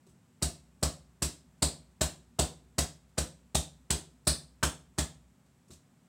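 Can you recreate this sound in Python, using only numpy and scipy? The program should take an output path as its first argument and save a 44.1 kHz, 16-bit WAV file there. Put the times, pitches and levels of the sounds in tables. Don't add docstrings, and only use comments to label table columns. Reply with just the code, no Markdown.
import sys
import numpy as np
from scipy import signal
from scipy.fft import rfft, irfft
from scipy.io import wavfile
from scipy.ndimage import uniform_filter1d

SR = 44100
rng = np.random.default_rng(int(sys.argv[2]) if len(sys.argv) > 2 else 0)


def materialize(psi):
    bounded = np.clip(np.atleast_2d(psi).T, -1, 1)
    quanta = np.round(bounded * 32767).astype(np.int16)
    wavfile.write(sys.argv[1], SR, quanta)


def decibels_to_gain(level_db):
    exponent = np.asarray(level_db, float) / 20
    return 10 ** exponent


N = 268128
TAIL = 2 ** 15

# frequency in Hz, density in dB per Hz.
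FLOOR_COLOUR = [(18, -65.5), (30, -32.5), (86, -7), (122, -6.5), (142, -1), (217, -9.5), (248, -4),
                (314, -21), (378, -14.5), (409, -20), (858, -23), (4530, -35), (7090, -34), (15200, -43.5),
                (16500, -41.5)]
# centre in Hz, width in Hz, level in dB.
HUM = [
    (228.9, 10, -78),
    (182, 30, -75.5),
    (7900, 1400, -83.5),
]
# frequency in Hz, T60 in seconds.
ROOM_T60 = [(250, 0.36), (600, 0.28), (1500, 0.25), (3500, 0.27), (8000, 0.24), (13000, 0.21)]
# delay in seconds, level over the wash in dB.
ECHOES = [(.0003, 4.5), (.0022, -6), (.0053, 7.5), (0.009, 0), (.024, -7.5)]
# start in seconds, swing in dB, knock in dB, knock in Hz, clack in dB.
BLOWS = [(.4235, -29.5, -31.5, 635, 4.4), (0.8273, -28, -25.5, 610, 1), (1.2212, -31.5, -29.5, 519, 3.5),
         (1.623, -28.5, -23.5, 600, -3.5), (2.0106, -29.5, -25, 640, 4), (2.3905, -27.5, -22.5, 681, -3),
         (2.7829, -29, -26.5, 580, 6), (3.1791, -30.5, -26, 501, 0.7), (3.5479, -28.5, -28, 640, 0.3),
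         (3.9036, -30.5, -27, 400, 4), (4.2710, -28, -26, 615, 3.6), (4.63, -29, -26, 1050, 2.5),
         (4.9837, -29.5, -29.5, 800, 6.5)]
# start in seconds, level in dB, knock in Hz, boom in dB.
TAPS = [
    (.066, -65, 500, 17),
    (.4178, -35, 684, 5.5),
    (.782, -82, 706, 2.1),
    (2.3865, -36, 705, 5),
    (3.1732, -42.5, 1200, 8.5),
    (3.8993, -56.5, 803, 2),
    (4.6293, -23, 1470, -2),
    (4.979, -36.5, 890, 0.5),
    (5.705, -54, 499, 8),
]
# frequency in Hz, density in dB per Hz.
KNOCK_COLOUR = [(150, -40), (300, -1), (440, -6), (640, -1.84), (850, -6), (1700, -10.5), (2600, -16),
                (5000, -32.5)]
# start in seconds, level in dB, wall ring in Hz, wall ring in dB,
# extra first crack in dB when it lands flat.
SLAPS = [(0.424, -19, 4440, 3, 0), (0.8287, -18.5, 4830, 1.6, 3.5), (1.222, -16.5, 4820, -1.3, 1),
         (1.6231, -16.5, 4270, 8, -4.5), (2.0104, -15, 4830, -1.5, -2), (2.3908, -17, 3890, 4.5, .1),
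         (2.7833, -15.5, 4500, 0, -2), (3.1809, -20, 4460, 0.1, 3), (3.5479, -16, 3450, 5, -7),
         (3.9052, -18, 3250, 5.5, 6.5), (4.2709, -16.5, 4530, 12, -4.5), (4.6307, -19, 3050, 7, 4),
         (4.9849, -19.5, 3490, 3, 2.5)]
# start in seconds, level in dB, wall ring in Hz, wall ring in dB.
TOUCHES = [(.066, -58, 4800, -1), (0.091, -59, 4000, -10), (.812, -57, 4000, -26), (1.578, -67.5, 3370, -1),
           (3.092, -70, 4050, 5), (3.177, -31, 2960, 5), (3.9041, -27, 3000, -8), (4.250, -57, 3000, -10),
           (4.6298, -20, 4160, -19.5), (4.980, -33, 3530, -7), (5.460, -69, 3580, 8),
           (5.681, -58.5, 3950, -5), (5.705, -51.5, 3800, 10), (5.716, -49, 5500, 6),
           (5.729, -49.5, 4700, -1.5), (6.040, -69, 4000, -9)]
# frequency in Hz, density in dB per Hz.
SLAP_COLOUR = [(1200, -42), (2600, -17), (3980, -11.5), (6430, -11), (7300, -7.5), (8030, -4.5),
               (9000, -9.5), (10200, -15.5), (12000, -19.5), (15300, -22.5), (17000, -35.5)]
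# start in seconds, frequency in Hz, level in dB, T60 in seconds.
DABS = [
    (.066, 382, -59, 0.14),
    (4.628, 1430, -7, 0.0024),
    (4.632, 1546, -24, 0.037),
    (5.699, 353, -48.5, 0.052),
    (5.726, 170.6, -52, 0.099),
]
# start in seconds, swing in dB.
SET_DOWNS = [
    (5.6995, -54.5),
    (5.7225, -55.5),
    (0.087, -64),
]
# frequency in Hz, level against the swing in dB, T60 in seconds,
# direction with (1) or against (-1) the blow.
RINGS = [(221, -3.5, .14, 1), (225.7, -11.1, .3, -1), (245.9, -7.7, .17, 1), (253.7, -18.9, .38, -1),
         (287.9, -1.7, .19, -1), (290, 5.7, .09, 1), (385.9, -7.9, .12, -1), (622, -19, .28, 1)]
# frequency in Hz, level against the swing in dB,
# T60 in seconds, direction with (1) or against (-1) the blow.
FRAME = [(59.1, -31, 1.6, 1), (62.8, -29, 2, 1), (73.9, -15.4, .55, 1), (91.1, -1, .23, 1),
         (144.7, -9, .41, 1), (150.9, -13, .4, 1), (164.8, -11, .37, -1), (167.8, -22, .7, 1)]


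def on_log(points, hz):
    p = np.array(points, float)
    return np.interp(np.log(np.maximum(hz, 1)), np.log(p[:, 0]), p[:, 1])


def bump(hz, centre_hz, octaves):
    return np.exp(-(np.log2(np.maximum(hz, 1) / centre_hz) / octaves) ** 2)


def causal(db):
    cepstrum = irfft(np.log(decibels_to_gain(db)))
    half = len(cepstrum) // 2
    folded = np.r_[cepstrum[0], 2 * cepstrum[1:half], cepstrum[half], np.zeros(half - 1)]
    return np.exp(rfft(folded))


def add(out, s, x):
    i = int(s * SR)
    out[i:i + len(x)] += x[:N - i]


def unit(x):
    return x / np.sqrt(np.mean(x ** 2))


def sine(hz, t):
    return np.sin(2 * np.pi * hz * t)


def floor():
    hz = np.fft.rfftfreq(N, 1 / SR)
    hiss = irfft(rfft(rng.standard_normal(N)) * decibels_to_gain(on_log(FLOOR_COLOUR, hz)), N)
    out = decibels_to_gain(-65) * unit(hiss)
    for hum_hz, width_hz, db in HUM:
        resonance = 1 / (1 + (2 * (hz - hum_hz) / width_hz) ** 2)
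        out = out + decibels_to_gain(db) * unit(irfft(rfft(rng.standard_normal(N)) * resonance, N))
    return out


def room(walls, lead_s, rise_s, crack_db, clump_db, snap_db=0):
    t, hz = np.arange(TAIL) / SR, np.fft.rfftfreq(TAIL, 1 / SR)
    centres, t60 = np.transpose(ROOM_T60)
    bands = np.array([on_log(list(zip(centres, one)), hz) for one in np.eye(len(centres))])
    run_up = decibels_to_gain(-11.0) * np.sqrt(np.minimum(t / lead_s, 1))
    early = run_up + 1 - np.exp(-np.maximum(t - lead_s, 0) / rise_s)
    scatter_db = 1.5 * rng.standard_normal(len(ECHOES))
    scatter_db[0] = snap_db
    for (s, db), chance_db in zip(ECHOES, scatter_db):
        late = np.maximum(t - lead_s - s, 0) / 0.00067
        early = early + decibels_to_gain(db + crack_db + chance_db) * late * np.exp(1 - late)
    wash = 0.48 * walls + 0.71 * rng.standard_normal(TAIL)
    fade_db = -60 * t / t60[:, None]
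    fade = decibels_to_gain(fade_db) + decibels_to_gain(-24 + fade_db / 1.85)
    fading_wash = (fade * irfft(bands * rfft(wash))).sum(axis=0)
    clumps = uniform_filter1d(rng.standard_normal(len(hz)), size=90)
    clumps = unit(uniform_filter1d(clumps, size=90))
    return rfft(early * fading_wash) * causal(clump_db * clumps)


def knocks():
    out, hz, walls = np.zeros(N), np.fft.rfftfreq(TAIL, 1 / SR), rng.standard_normal(TAIL)
    lead_s = .003
    # start, level dB, knock Hz, knock ring dB, boom dB, clack dB
    hits = [(s, db, knock_hz, 4, -1.5, clack_db) for s, _, db, knock_hz, clack_db in BLOWS]
    hits = hits + [(s, db, knock_hz, 4.5, boom_db, -0.7) for s, db, knock_hz, boom_db in TAPS]
    for s, db, knock_hz, knock_db, boom_db, clack_db in hits:
        colour = on_log(KNOCK_COLOUR, hz) + knock_db * bump(hz, knock_hz, .28)
        colour = colour + boom_db * bump(hz, 330, 0.1) + clack_db * bump(hz, 1800, 0.55)
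        answer = room(walls, lead_s, 0.0085, 0, clump_db=1.55)
        add(out, s - lead_s, decibels_to_gain(db + 7) * irfft(answer * causal(colour)))
    return out


def slaps():
    out, hz, walls = np.zeros(N), np.fft.rfftfreq(TAIL, 1 / SR), rng.standard_normal(TAIL)
    lead_s = .002
    # start, level dB, ring Hz, ring dB, first crack dB, edge dB
    hits = [row + (-3,) for row in SLAPS] + [row + (1.5, -1.2) for row in TOUCHES]
    for s, db, ring_hz, ring_db, snap_db, edge_db in hits:
        overtones = bump(hz, 2 * ring_hz, 0.19) + bump(hz, 3 * ring_hz, .1)
        overtone_db = 0.7 * max(ring_db, -3) * min(ring_hz / 4400, 1) ** 4
        colour = on_log(SLAP_COLOUR, hz) + ring_db * bump(hz, ring_hz, .27)
        colour = colour + overtone_db * overtones + edge_db * bump(hz, 14000, 0.48)
        answer = room(walls, lead_s, 0.0055, -2.8, clump_db=2.04, snap_db=snap_db)
        add(out, s - lead_s, decibels_to_gain(db + 2.5) * irfft(answer * causal(colour)))
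    return out


def dabs():
    out, t = np.zeros(N), np.arange(TAIL) / SR
    for s, hz, db, t60 in DABS:
        attack = 1 - np.exp(-t * hz / 0.44)
        add(out, s, decibels_to_gain(db - 60 * t / t60) * attack * sine(hz, t))
    return out


def table():
    out, t = np.zeros(N), np.arange(TAIL) / SR
    free_s, stop_s = .0482, .0122
    free = 1 / (1 + np.exp(np.clip((t - free_s - stop_s) / (stop_s / 2), -50, 50)))
    swing = (1 - np.exp(-t / .007)) * free * sine(70.1, t - .003)
    overtone = (1 - np.exp(-(t / .02) ** 2)) * free * sine(154.4, t - .001)
    late = np.maximum(t - .0021, 0)
    thud = -(late / .0016) ** 2 * np.exp(2 - late / .0017) / 4 * sine(162.7, late)
    hz, db, t60, way = np.transpose(FRAME)[:, :, None]
    frame = (1 - free) * (way * decibels_to_gain(db + 0.4 - 60 * t / t60) * sine(hz, t)).sum(axis=0)
    body = swing + frame + decibels_to_gain(-6.5) * overtone + decibels_to_gain(5.5) * thud
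    nudge = decibels_to_gain(-4 - 60 * t / .012) * sine(444, t)
    hz, db, t60, way = np.transpose(RINGS)[:, :, None]
    for s, swing_db in [row[:2] for row in BLOWS] + SET_DOWNS:
        level_chance, pitch_chance = rng.standard_normal((2, len(RINGS), 1))
        ring_level = way * decibels_to_gain(db - 0.06 + 1.2 * level_chance - 60 * t / t60)
        rings = (ring_level * sine(hz * (1 + .002 * pitch_chance), t)).sum(axis=0)
        rings = rings * (1 - np.exp(-t / .004))
        add(out, s - .0022, decibels_to_gain(swing_db) * nudge)
        add(out, s - .0006, decibels_to_gain(swing_db) * (body + rings))
    return out


def scene():
    return (floor() + knocks() + slaps() + dabs() + table())[None]


def roll_off(x):
    return signal.sosfilt(signal.butter(12, 16980, fs=SR, output="sos"), x)


def record(dry):
    x = signal.sosfilt(signal.butter(3, 46, "high", fs=SR, output="sos"), dry)
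    hz = np.fft.rfftfreq(N, 1 / SR)
    x = irfft(rfft(x) * decibels_to_gain(-27 * np.clip((hz - 15900) / 150, 0, 1)), N)
    return roll_off(x)


dry = scene()
out = record(dry)
materialize(out)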